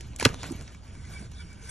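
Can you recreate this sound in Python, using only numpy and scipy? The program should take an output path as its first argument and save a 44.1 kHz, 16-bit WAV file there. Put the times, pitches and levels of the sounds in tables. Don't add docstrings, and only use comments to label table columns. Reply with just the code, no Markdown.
import sys
import numpy as np
from scipy import signal
from scipy.fft import rfft, irfft, next_fast_len
from scipy.io import wavfile
from scipy.ndimage import uniform_filter1d, map_coordinates

SR = 44100
rng = np.random.default_rng(int(sys.argv[2]) if len(sys.argv) > 2 else 0)


def volts_from_db(level):
    exponent = np.asarray(level, float) / 20
    return 10 ** exponent


def persist_wave(psi):
    counts = np.round(np.clip(psi, -1, 1) * 32767).astype(np.int16)
    wavfile.write(sys.argv[1], SR, np.atleast_2d(counts).T)


N = 74970

# [t/s, peak level/dB, t60/s, tilt/(dB per octave)]
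FIBRE_SNAPS = [(.008, -31.5, 0.024, 6), (0.162, -26, 0.013, 13.5), (0.187, -36, 0.022, 42),
               (0.1984, -16, 0.0076, 9.5), (0.2069, -23, 0.081, 1), (0.2121, -22, 0.011, -17),
               (0.2271, -19.5, 0.025, 2), (0.2484, -34, .02, 4), (0.2514, 0, 0.0028, -1),
               (0.2525, -4, 0.014, -0.5), (0.2549, -1, 0.0035, -4.5), (0.2556, -9.5, 0.026, -10.5),
               (.432, -21.5, 0.0086, -2.5), (0.441, -28.5, 0.033, -11.5), (.456, -33, 0.027, -19),
               (0.465, -36.5, 0.021, 3), (0.519, -32, 0.019, 22), (0.564, -38, 0.013, 10),
               (0.6107, -30.5, 0.011, 2), (.624, -39.5, 0.0049, 20), (.678, -38, 0.027, -6),
               (0.748, -39.5, 0.018, -2.5), (1.316, -40, 0.02, 9.5), (1.53, -43.5, 0.023, 14)]
# [f/Hz, level/(dB per Hz)]
CRACK_SPECTRUM = [(250, -42), (800, -12), (1800, -1), (4100, -6.5), (5200, -4), (9500, -9), (12000, -27),
                  (15500, -53)]
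SNAP_RISE_S, SNAP_RING_DB = 0.00011, -30
SPIKE, SPIKE_S = 1.5, .0007
SNAP_TILT_TOP_HZ = 8000
# [t/s, level/dB]
TEAR_LEVEL = [(.183, -80), (.188, -48), (.2, -42), (.222, -44), (.243, -40), (.251, -27), (.262, -34),
              (.3, -51), (.35, -72)]

# [f/Hz, width/Hz, level/dB]
BLADE_MODES = [(950, 54, -9), (1535, 122, 1), (2273, 89, 1), (3410, 79, -8), (4790, 80, 2.5),
               (5596, 60, 2.5), (6200, 76, -1), (7300, 410, -5), (8390, 130, 4), (9030, 230, -0.5),
               (9200, 170, 0), (10580, 127, 3), (12800, 93, -1), (14900, 74, 10)]
BURIED_DAMPING = 3

# [t/s, f/Hz, peak level/dB, length/s, lean (below
KNOCKS = [(.198, 2330, -29, 0.011, 0.3), (.2058, 2260, -32, 0.0057, 0.38), (0.2084, 1740, -34, 0.013, 1),
          (0.2236, 418, -21.5, 0.0057, 0.81), (0.2295, 208, -29.5, 0.01, 0.84),
          (0.225, 950, -25.5, 0.0082, 0.64), (.249, 1870, -17, 0.0026, .8),
          (0.2534, 1511, -16.5, 0.01, 0.85), (0.2547, 412, -11, 0.0081, 1.15),
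          (0.2554, 243.6, -19, 0.026, 0.61), (.2575, 515, -26, 0.0064, 1.75),
          (0.2599, 116.5, -14.5, 0.022, 0.5), (0.264, 430, -26, 0.012, 0.35),
          (.265, 930, -24.5, 0.0074, 0.36), (0.5073, 296, -25.5, 0.015, 0.57),
          (0.5153, 281, -27, 0.014, 1.9), (.746, 2270, -51, .04, 0.24), (.52, 2264, -53.5, 0.056, 1),
          (.432, 1044, -39, 0.006, 0.66), (.452, 1510, -42, 0.013, .9), (1.14, 2285, -42.5, 0.051, 1.3),
          (1.386, 2290, -51, 0.052, 0.69), (1.382, 1440, -52, 0.046, 0.85),
          (1.497, 2290, -51.5, 0.063, 0.5), (.025, 69, -35.5, .06, 1), (.199, 727, -32.5, 0.0056, 0.81),
          (.2272, 2000, -25.5, .004, .6), (.335, 261, -44.5, 0.06, 0.97), (.549, 178, -34, 0.014, 0.39),
          (.585, 219.3, -44.5, 0.053, 1.3), (.735, 173, -43.5, 0.045, 1.2), (1.62, 449, -53.5, 0.057, 0.71),
          (1.197, 208.5, -41.5, .061, 0.73), (1.42, 171.4, -42, 0.055, 0.96)]
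# [f/Hz, t60/s]
RATTLE_DECAY = [(200, .35), (1000, .3)]
RATTLE_DB = -19

# [t/s, level/dB]
SCRAPE_LEVEL = [(0, -50.5), (.14, -57.5), (.3, -46.5), (.38, -48.5), (.44, -40.5), (.55, -50.5),
                (.72, -52.5), (.8, -62), (.86, -55.5), (1.07, -57), (1.16, -52), (1.26, -53), (1.285, -61),
                (1.33, -58), (1.46, -59.5), (1.52, -56.5), (1.6, -60), (1.7, -52)]
# [t/s, level/dB]
RING_LEVEL = [(0, -8.5), (.46, -15.5), (.54, -9), (.8, -9.5), (1.08, 2), (1.13, 4.5), (1.165, 3),
              (1.25, -1), (1.3, -11.5), (1.36, 1), (1.41, 8.5), (1.46, 0.5), (1.52, 1.5), (1.56, -4),
              (1.6, 4), (1.7, 8.5)]
# [f/Hz, level/(dB per Hz)]
HORN_SPECTRUM = [(300, 6.5), (700, 1.5), (1500, -4), (3000, -1.5), (4200, -4.5), (9500, -7), (11500, -26.5),
                 (15000, -46)]
SLIPS_PER_S, SLIP_SPREAD_DB = 1900, 3.5
FRICTION_GRIT, TEAR_GRIT = 0.58, 0.97
HISS_PATCHY_DB, RING_PATCHY_DB = 3, 2.5

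# [t/s, resonance f/Hz, level/dB]
SLIDE = [(1.318, 6700, -75), (1.335, 6500, -57), (1.343, 5800, -58), (1.352, 5600, -61), (1.356, 3700, -61),
         (1.372, 3700, -55), (1.405, 3650, -58), (1.42, 3250, -55), (1.45, 2800, -70)]
SLIDE_WIDTH_HZ = 800
# [t/s, f/Hz, peak level/dB, length/s, lean]
FLECKS = [(.04, 11500, -69.5, .05, 2.1), (.468, 11600, -54.5, .014, 0.97), (.462, 9400, -52, .018, .6),
          (.5, 8000, -48, 0.028, 1), (.556, 14600, -68, .012, 1), (.55, 12840, -71, .04, 1),
          (.56, 6540, -53, 0.0092, .8), (.586, 9000, -50, .014, .7), (.677, 5600, -41, 0.0052, 0.61),
          (1.02, 2030, -54.5, 0.054, 1.3), (1.085, 15200, -76, .05, 1.2), (1.33, 12800, -92, 0.11, 1.1),
          (1.49, 14200, -75, .04, 1), (1.63, 14900, -72, .04, 1)]

# [t/s, length/s, level/dB]
DUST_PUFFS = [
    (0.257, .075, -64),
    (0.444, 0.081, -66),
    (0.494, 0.052, -66),
    (0.542, 0.039, -68),
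    (0.71, 0.055, -73),
    (0.832, .045, -75.5),
    (1.08, 0.078, -69.5),
    (1.31, 0.031, -78),
    (1.612, 0.091, -67),
]
# [f/Hz, level/(dB per Hz)]
DUST_SPECTRUM = [(9500, -56), (11200, 9), (12500, -3), (15500, -5.5)]

# [f/Hz, t60/s]
ECHO_DECAY = [(200, 0.6), (1000, 0.23), (3000, 0.061), (8000, 0.055)]
ECHO_DB = -12
# [t/s, level/dB]
RUMBLE_LEVEL = [(0, -42), (.05, -42), (.1, -39.5), (.19, -44.5), (.3, -34), (.36, -43), (.41, -41.5),
                (.62, -40), (.69, -47.5), (.87, -46.5), (.925, -41), (.96, -44.5), (1.01, -41),
                (1.2, -42.5), (1.43, -41), (1.48, -46), (1.62, -45.5), (1.68, -44)]
# [f/Hz, level/(dB per Hz)]
RUMBLE_SPECTRUM = [(12, -7), (20, -70), (44, -3.5), (69, 2), (130, -8), (211, -15), (245, -18), (449, -31),
                   (500, -56), (650, -55), (1100, -120)]
EVEN_S = .05
# [f/Hz, level/(dB per Hz)]
AIR_SPECTRUM = [(30, 1.5), (150, -1), (300, -15.5), (600, -18), (1000, -17.5), (1500, -17.5), (1800, -23),
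                (2200, -120)]
AIR_DB = -54.5

# [f/Hz, left minus right level/dB]
PORT_DB = [(40, -.6), (100, -1.8), (270, -4), (480, -5.5), (750, -3.5), (1250, -.5), (1600, 0)]
# [f/Hz, left lead/half turns]
PORT_TURN = [(2000, .05), (4450, .4), (5350, 1.85), (8600, 2.95), (9700, 3.06), (11700, 4), (13300, 4),
             (14900, 5)]
TOP_HZ = 15750
GATE_HZ = [
    [[8400]],
    [[10700]],
]
GATE_DB = -96
MASK_DB, MASK_HZ = 16, 1800


def unit(x):
    return x / np.sqrt(np.mean(x ** 2) + 1e-20)


def along(points, hz):
    f, value = np.transpose(points)
    return np.interp(np.log(hz + 1), np.log(f + 1), value)


def curves(rows):
    s, *columns = np.transpose(rows)
    return [np.interp(np.arange(N) / SR, s, column) for column in columns]


def wobble(rate):
    knots = rng.standard_normal(N // 50)
    return map_coordinates(knots, [np.arange(N) * rate / SR])


def filtered(x, response):
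    n = x.shape[-1]
    m = next_fast_len(n + 8192)
    return irfft(rfft(x, m) * response(np.fft.rfftfreq(m, 1 / SR)), m)[..., :n]


def coloured(x, spectrum):
    return filtered(x, lambda hz: volts_from_db(along(spectrum, hz)))


def patchy(x, depth_db):
    z = signal.stft(x, nperseg=256)[2]
    field = uniform_filter1d(rng.standard_normal(z.shape), 4, 0)
    field = uniform_filter1d(field, 12, 1)
    return signal.istft(z * volts_from_db(depth_db * unit(field)), nperseg=256)[1][:N]


def slips(grit):
    chance, size = rng.random((2, N))
    strength = volts_from_db(-SLIP_SPREAD_DB * np.log(size + 1e-9))
    grains = (chance < SLIPS_PER_S / SR) * strength * rng.choice([-1, 1], N)
    return grit * unit(grains) + rng.standard_normal(N)


def steel(f, damping=1):
    response = 0
    for k, (centre, width, db) in enumerate(BLADE_MODES):
        loss = 1j * f * width * damping
        response = response + (-1) ** k * volts_from_db(db) * loss / (centre * centre - f * f + loss)
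    return response


def snaps():
    out, t = np.zeros(N + 4096), np.arange(4096) / SR
    onset = (1 - np.exp(-t / SNAP_RISE_S)) * (1 + SPIKE * np.exp(-t / SPIKE_S))
    for s, db, t60, tilt_db in FIBRE_SNAPS:
        def brightness(hz):
            octaves = np.log2((np.minimum(hz, SNAP_TILT_TOP_HZ) + 500) / 3000)
            return volts_from_db(along(CRACK_SPECTRUM, hz) + tilt_db * octaves)

        burst = unit(filtered(rng.standard_normal(4096), brightness))
        out[round(s * SR):][:4096] += volts_from_db(db - 7.5 - 60 * t / t60) * onset * burst
    out = out[:N]
    return out + volts_from_db(SNAP_RING_DB) * filtered(out, lambda hz: steel(hz, BURIED_DAMPING))


def tear():
    level_db = curves(TEAR_LEVEL)[0] + 2.3 * wobble(181.64)
    return volts_from_db(level_db) * unit(coloured(slips(TEAR_GRIT), CRACK_SPECTRUM))


def swings(rows):
    out = np.zeros(N)
    for s, hz, db, length, lean in rows:
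        t = np.arange(N) / SR - s
        bell = np.sin(np.pi * np.clip(t / length, 0, 1) ** lean) ** 2
        out += volts_from_db(db) * bell * np.sin(2 * np.pi * hz * t)
    return out


def scrape():
    hiss = coloured(patchy(slips(FRICTION_GRIT), HISS_PATCHY_DB), HORN_SPECTRUM)
    hiss = unit(hiss) * volts_from_db(0.87 * wobble(40.54))
    drive = coloured(patchy(slips(FRICTION_GRIT), RING_PATCHY_DB), HORN_SPECTRUM)
    ring = unit(filtered(drive, steel)) * volts_from_db(curves(RING_LEVEL)[0])
    return volts_from_db(curves(SCRAPE_LEVEL)[0]) * (hiss + ring)


def slide():
    centre_hz, level_db = curves(SLIDE)
    slow = filtered(rng.standard_normal((2, N)), lambda hz: 1 / (1 + (2 * hz / SLIDE_WIDTH_HZ) ** 4))
    slow = unit(slow)
    phase = 2 * np.pi * np.cumsum(centre_hz) / SR
    return volts_from_db(level_db) * (slow[0] * np.cos(phase) + slow[1] * np.sin(phase))


def dust():
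    t = np.arange(N) / SR
    puffs = np.zeros(N)
    for s, length, db in DUST_PUFFS:
        puffs += volts_from_db(db) * np.sin(np.pi * np.clip((t - s) / length, 0, 1))
    return puffs * unit(coloured(patchy(rng.standard_normal(N), 6.3), DUST_SPECTRUM))


def echo(x, decays):
    hz, t, z = signal.stft(rng.standard_normal((2, SR // 2)), SR, nperseg=256)
    decay = volts_from_db(-60 * t / along(decays, hz)[:, None])
    tail = signal.istft(z * decay, SR, nperseg=256)[1]
    return signal.fftconvolve(x[None], tail / np.linalg.norm(tail[0]), axes=1)[:, :N]


def rattle(stool):
    upper = filtered(stool, lambda hz: hz / (hz + 300))
    return volts_from_db(RATTLE_DB) * echo(upper, RATTLE_DECAY)[0]


def rumble():
    drone = coloured(rng.standard_normal(N), RUMBLE_SPECTRUM)
    power = uniform_filter1d(drone ** 2, round(EVEN_S * SR))
    power = uniform_filter1d(power, round(EVEN_S * SR / 2))
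    return volts_from_db(curves(RUMBLE_LEVEL)[0]) * drone / np.sqrt(np.abs(power))


def yard_air():
    return volts_from_db(AIR_DB) * unit(coloured(rng.standard_normal((2, N)), AIR_SPECTRUM))


def scene():
    cracks, stool = snaps() + tear(), swings(KNOCKS)
    near = cracks + stool + rattle(stool)
    near = near + scrape() + slide() + swings(FLECKS) + dust() + rumble()
    return near + volts_from_db(ECHO_DB) * echo(cracks, ECHO_DECAY) + yard_air()


def gate(x):
    hz, _, z = signal.stft([x[0] + x[1], x[0] - x[1]], SR, nperseg=1024)
    hz = hz[:512, None]
    band = np.sqrt(np.mean(abs(z[:, :512].reshape(2, 64, 8, -1) / 2) ** 2, 2))
    band = np.repeat(band, 8, 1)
    faint = (band < volts_from_db(GATE_DB)) & (hz > GATE_HZ)
    masked = (band < volts_from_db(-MASK_DB) * band[::-1]) & (hz > MASK_HZ)
    z[:, :512] *= ~(faint | masked)
    mid, side = signal.istft(z, SR, nperseg=1024)[1][:, :N] / 2
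    return np.array([mid + side, mid - side])


def roll_off(x):
    return signal.sosfilt(signal.butter(12, 15730, fs=SR, output="sos"), x)


def record(dry):
    side = np.array([[.5], [-.5]])

    def ports(hz):
        half_turns = np.interp(hz, *np.transpose(PORT_TURN))
        level = volts_from_db(side * along(PORT_DB, hz))
        return level * np.exp(1j * np.pi * side * half_turns) * (hz < TOP_HZ)

    mix = gate(filtered(dry, ports))
    return roll_off(mix)


dry = scene()
out = record(dry)
persist_wave(out)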